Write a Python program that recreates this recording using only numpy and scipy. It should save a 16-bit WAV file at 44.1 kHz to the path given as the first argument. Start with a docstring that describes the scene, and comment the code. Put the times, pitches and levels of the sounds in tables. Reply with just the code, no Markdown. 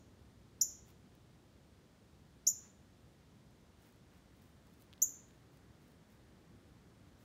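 """Sharp, high chips from a chipmunk ring on in a yard. Each is a whistle of about 17 ms that
sweeps upward and is followed by echoes. Close by, paws and nose rustle in dry litter and
a seed shell cracks. Behind it all lie a low outdoor rumble, a soft hiss, a far wash of noise
and a faint pulsing insect."""
import sys
import numpy as np
from scipy import signal
from scipy.fft import rfft, irfft, next_fast_len
from scipy.io import wavfile
from scipy.ndimage import uniform_filter1d

SR = 44100
rng = np.random.default_rng(int(sys.argv[2]) if len(sys.argv) > 2 else 0)


def put_to_file(sound):
    """Save the sound as 16-bit audio at rate SR, in the file named by the first command-line argument."""
    columns = np.atleast_2d(sound).T  # one column per channel
    safe = np.clip(columns, -1, 1)
    whole_steps = np.round(safe * 32767)
    wavfile.write(sys.argv[1], SR, whole_steps.astype(np.int16))


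N = 319284
TIME = np.arange(N) / SR


def amp(db):
    """Turn decibels into a number to multiply a sound by."""
    return 10 ** (np.asarray(db) / 20)


def unit(x):
    """Scale a sound to an average (rms) strength of 1."""
    return x / np.sqrt(np.mean(x ** 2) + 1e-20)


def along(points, hz):
    """Read between rows of (f/Hz, value), with octaves evenly spaced."""
    freqs, values = np.transpose(points)
    return np.interp(np.log(hz + 1), np.log(freqs + 1), values)


def filtered(x, response):
    """Turn each frequency of a sound up or down by response(hz)."""
    size = next_fast_len(len(x) + SR // 2)
    return irfft(rfft(x, size) * response(np.fft.rfftfreq(size, 1 / SR)), size)[:len(x)]


def coloured(x, spectrum):
    """Give a sound the tone colour in rows of (f/Hz, level/dB), at strength 1."""
    return unit(filtered(x, lambda hz: amp(along(spectrum, hz))))


def add(track, s, sound):
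    """Mix a sound into the track, starting at s seconds."""
    start = round(s * SR)
    part = sound[max(-start, 0):N - start]
    track[max(start, 0):][:len(part)] += part


def air(hiss_db=-72.5):
    """A distant low rumble and an even hiss; a far, mid-pitched wash swells later on."""
    # tone colours of the three noises: f/Hz, level/dB
    rumble = [(15, -49.5), (25, -28.5), (38, -13), (58, -2.5), (70, 2.5), (82, -4.5), (98, 1), (125, -2),
              (200, -4), (320, -8.5), (500, -16), (1000, -29.5), (3000, -50)]
    hiss = [(100, -9), (500, 4.5), (1000, 1), (1800, -2.5), (2600, -5.5), (3400, -4.5), (5000, -7.5),
            (7000, -10), (10000, -15.5), (13000, -19.5), (15100, -17.5), (15800, -27)]
    wash = [(200, -19.5), (600, -2), (1100, 0), (2000, -1), (2700, -14.5), (5000, -27)]
    # slow drift in loudness: t/s, rumble level/dB, wash level/dB
    drift = [(0, -62, -88), (2, -64, -93), (3.8, -64, -84.5), (5.1, -63.2, -77.5), (7.24, -62.5, -81)]
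    s, rumble_db, wash_db = np.transpose(drift)
    layers = [(np.interp(TIME, s, rumble_db), rumble),
              (hiss_db, hiss),
              (np.interp(TIME, s, wash_db), wash)]
    return sum(amp(db) * coloured(rng.standard_normal(N), spectrum) for db, spectrum in layers)


def insect(db=-92, hz=8920, width_hz=220, pulses_per_s=2.85, peak_s=7.3, uneven_db=2):
    """A far insect buzzes: a narrow band of noise in soft pulses of uneven strength."""
    buzz = unit(filtered(rng.standard_normal(N), lambda f: np.exp(-.5 * ((f - hz) / width_hz) ** 2)))
    strength = np.interp(TIME * pulses_per_s, np.arange(32), rng.standard_normal(32))
    pulses = np.cos(np.pi * pulses_per_s * (TIME - peak_s)) ** 2
    return amp(db + uneven_db * strength) * buzz * pulses


def small_snaps(start_s=3.35, end_s=6.2, count=16, db=-67.5, spread_db=4.5):
    """Thin stalks give way at random as the animal noses about: rows of (t/s, level/dB)."""
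    times = start_s + (end_s - start_s) * (np.arange(count) + rng.random(count)) / count
    return list(zip(times, db + spread_db * rng.standard_normal(count)))


def litter(snap_gain_db=-6, snap_fade_s=.018, spread_db=-0.5, fibres_per_s=1000):
    """Paws and nose crush tiny dry fibres, scuff the soil and snap single stalks."""
    # shuffles: middle t/s, length/s, crackle level/dB, scuff level/dB
    shuffles = [(.895, .045, -72.5, -73), (2.647, .06, -81.5, -71.5), (3.854, 0.074, -72.5, -73.5),
                (4.146, 0.078, -81, -74.5), (4.44, 0.12, -77.5, -88), (4.717, .1, -80, -86),
                (4.817, 0.04, -72, -83), (5.32, 0.11, -84, -88), (5.56, .06, -81, -84),
                (5.86, 0.12, -82, -79), (6.13, .05, -78, -79), (7.076, .05, -87, -78),
                (7.224, 0.061, -78, -77.5)]
    # the loudest snapping stalks: t/s, level/dB
    loud_snaps = [(.9034, -54.5), (1.151, -58), (3.8242, -61), (3.924, -59), (4.4194, -57.5),
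                  (4.6688, -59.5), (4.7371, -59.5), (4.8211, -50.5), (5.5716, -57.5), (5.8806, -62.5),
                  (7.2035, -64)]
    # tone colours of dry litter and of soil: f/Hz, level/dB
    dry_colour = [(1000, -16), (3000, -4), (6000, -5), (9000, -5), (13000, -2), (15500, -0.5)]
    soil_colour = [(200, -25), (900, 4), (2000, -1), (4000, -6.5), (7000, -10), (12000, -26)]
    crackle, scuff, snaps = np.zeros((3, N))  # how loud each is over time
    for s, length, crackle_db, scuff_db in shuffles:
        press = np.exp(-2 * ((TIME - s) / length) ** 2)
        crackle += amp(crackle_db) * press
        scuff += amp(scuff_db) * press
    t = np.arange(SR // 20) / SR
    for s, db in loud_snaps + small_snaps():
        add(snaps, s, amp(db + snap_gain_db - 60 * t / snap_fade_s))
    breaks = rng.random(N) < fibres_per_s / SR
    fibres = breaks * rng.standard_normal(N) * amp(spread_db * rng.standard_normal(N))
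    return (crackle * coloured(fibres, dry_colour)
            + snaps * coloured(rng.standard_normal(N), dry_colour)
            + scuff * coloured(rng.standard_normal(N), soil_colour))


def seed(ring_s=0.0023, splinter_db=-20, splinter_s=.007):
    """A seed shell gives way: each crack is a very short ring and a spray of splinters."""
    # cracks of the shell: t/s, level/dB, ring f/Hz
    cracks = [(4.929, -41.5, 3360), (4.936, -41, 3320), (4.9797, -50, 3700), (5.309, -54.5, 3700),
              (5.43, -61, 4200)]
    track = np.zeros(N)
    t = np.arange(SR // 50) / SR
    for s, db, hz in cracks:
        ring = np.sin(2 * np.pi * hz * t) * amp(-60 * t / ring_s)
        splinters = amp(splinter_db - 60 * t / splinter_s) * rng.standard_normal(len(t))
        add(track, s, amp(db) * (ring + splinters))
    return track


def yard_echoes(build_s=.01):
    """The whole yard answers with a blur of echoes whose highest notes die first."""
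    # how long the yard rings: f/Hz, time to fade by 60 dB/s
    ring_times = [(5000, .42), (6700, 0.41), (11000, .32), (14500, 0.27)]
    hz, t, noise = signal.stft(rng.standard_normal(SR // 2), SR, nperseg=256)
    fade = amp(-60 * t / along(ring_times, hz)[:, None])
    build = 1 - np.exp(-t / build_s)
    tail = signal.istft(noise * fade * build, SR, nperseg=256)[1][:SR // 2]
    return tail / np.linalg.norm(tail)


def near_echoes(fade_s, first_s=0.001, last_s=0.039):
    """Ground, stones and a wall throw back a tight bunch of early echoes."""
    t = np.arange(SR // 2) / SR
    echoes = rng.standard_normal(len(t)) * amp(-60 * t / fade_s) * (t > first_s) * (t < last_s)
    return echoes / np.linalg.norm(echoes)


def noise_burst(peak_s=.0028):
    """A tiny burst of high noise just as each chip begins."""
    # tone colour of the burst: f/Hz, level/dB
    colour = [(2500, -24), (3600, -18), (4900, -4), (8000, 5), (9500, -11.5), (11500, -3), (15500, -8)]
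    age = np.arange(SR // 32) / SR / peak_s
    burst = (age * np.exp(1 - age)) ** 2
    return burst * coloured(rng.standard_normal(len(age)), colour)


def whistle(start_hz, top_hz, glide_s, scoop_hz, hold_s, octave_db, jitter=0.0077, third_db=-45):
    """The voice sweeps up with two overtones, trembling slightly as it swells, holds and fades."""
    scoop_s, glide_bend = 0.00066, 1.69
    attack_s, swell_s, swell_db = 0.0016, 0.0045, 7.5
    dip_s, dip_width_s, dip_db = .006, 0.0006, 2.5
    fade_db_per_s, release_s = 2501.5, .0075
    t = np.arange(SR // 32) / SR
    hz = top_hz - (top_hz - start_hz) * np.exp(-(t / glide_s) ** glide_bend)
    hz -= scoop_hz * np.exp(-t / scoop_s)  # slides into the sweep from below
    tremble = uniform_filter1d(rng.standard_normal(len(t)), size=30)
    tremble = unit(uniform_filter1d(tremble, size=20))
    phase = 2 * np.pi * np.cumsum(hz * (1 + jitter * tremble)) / SR
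    tone = np.sin(phase) + amp(octave_db) * np.sin(2 * phase) + amp(third_db) * np.sin(3 * phase)
    db = -swell_db * np.maximum(1 - t / swell_s, 0)
    db -= fade_db_per_s * np.maximum(t - hold_s, 0)
    db -= dip_db * np.exp(-((t - dip_s) / dip_width_s) ** 2)  # the level dips briefly mid-sweep
    edge_s = np.minimum(t, hold_s + release_s - t)  # time to the nearer end of the call
    on_off = np.sin(np.pi / 2 * np.clip(edge_s / attack_s, 0, 1)) ** 2
    return on_off * amp(db) * tone


def chips(burst_lead_s=0.0017):
    """Each chip reaches us directly, then from nearby surfaces, then from the whole yard."""
    # the calls, the first already dying away at the start: t/s, level/dB, start f/Hz, top f/Hz,
    # glide/s, scoop/Hz, hold/s, octave/dB, burst/dB, near echo/dB, near echo fade/s, yard echo/dB
    calls = [(-.27, -16, 5300, 7200, .007, 301, .011, -11, -30, -6, .09, -15),
             (0.6111, -21, 5294, 7260, 0.0063, 200, .0098, -14, -29, -3, 0.085, -11),
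             (2.4669, -23, 5335, 7090, 0.0063, 445.5, .015, -15.5, -30.5, 1.5, 0.1329, -11),
             (5.0183, -21, 6020, 7310, .0085, 1493, .0118, -10.5, -25, -2.5, .082, -11.5)]
    # tone colour of the chips, with narrow dips near 10.2 and 12.6 kHz: f/Hz, level/dB
    colour = [(3000, -29.5), (4000, -13), (4700, -0.5), (5400, 0), (7200, -1.5), (10150, -14.5), (10750, 3),
              (12150, 0.5), (12650, -5.5), (13200, -2.5), (13900, -0.5), (14400, -1), (15300, -6.5)]
    voice, bursts = np.zeros((2, N))
    for s, db, *whistle_shape, burst_db, near_db, near_fade_s, yard_db in calls:
        paths = amp(near_db) * near_echoes(near_fade_s) + amp(yard_db) * yard_echoes()
        paths[0] += 1  # the direct sound
        add(voice, s, amp(db) * signal.fftconvolve(whistle(*whistle_shape), paths))
        add(bursts, s - burst_lead_s, amp(db + burst_db) * noise_burst())
    return filtered(voice, lambda hz: amp(along(colour, hz))) + bursts


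def scene():
    """The chipmunk and its surroundings, mixed into one channel."""
    return (chips() + seed() + litter() + insect() + air())[None]


def record(dry):
    """The recorder keeps nothing above its highest frequency."""
    top_hz = 15750
    return np.array([filtered(channel, lambda hz: hz < top_hz) for channel in dry])


dry = scene()
out = record(dry)
put_to_file(out)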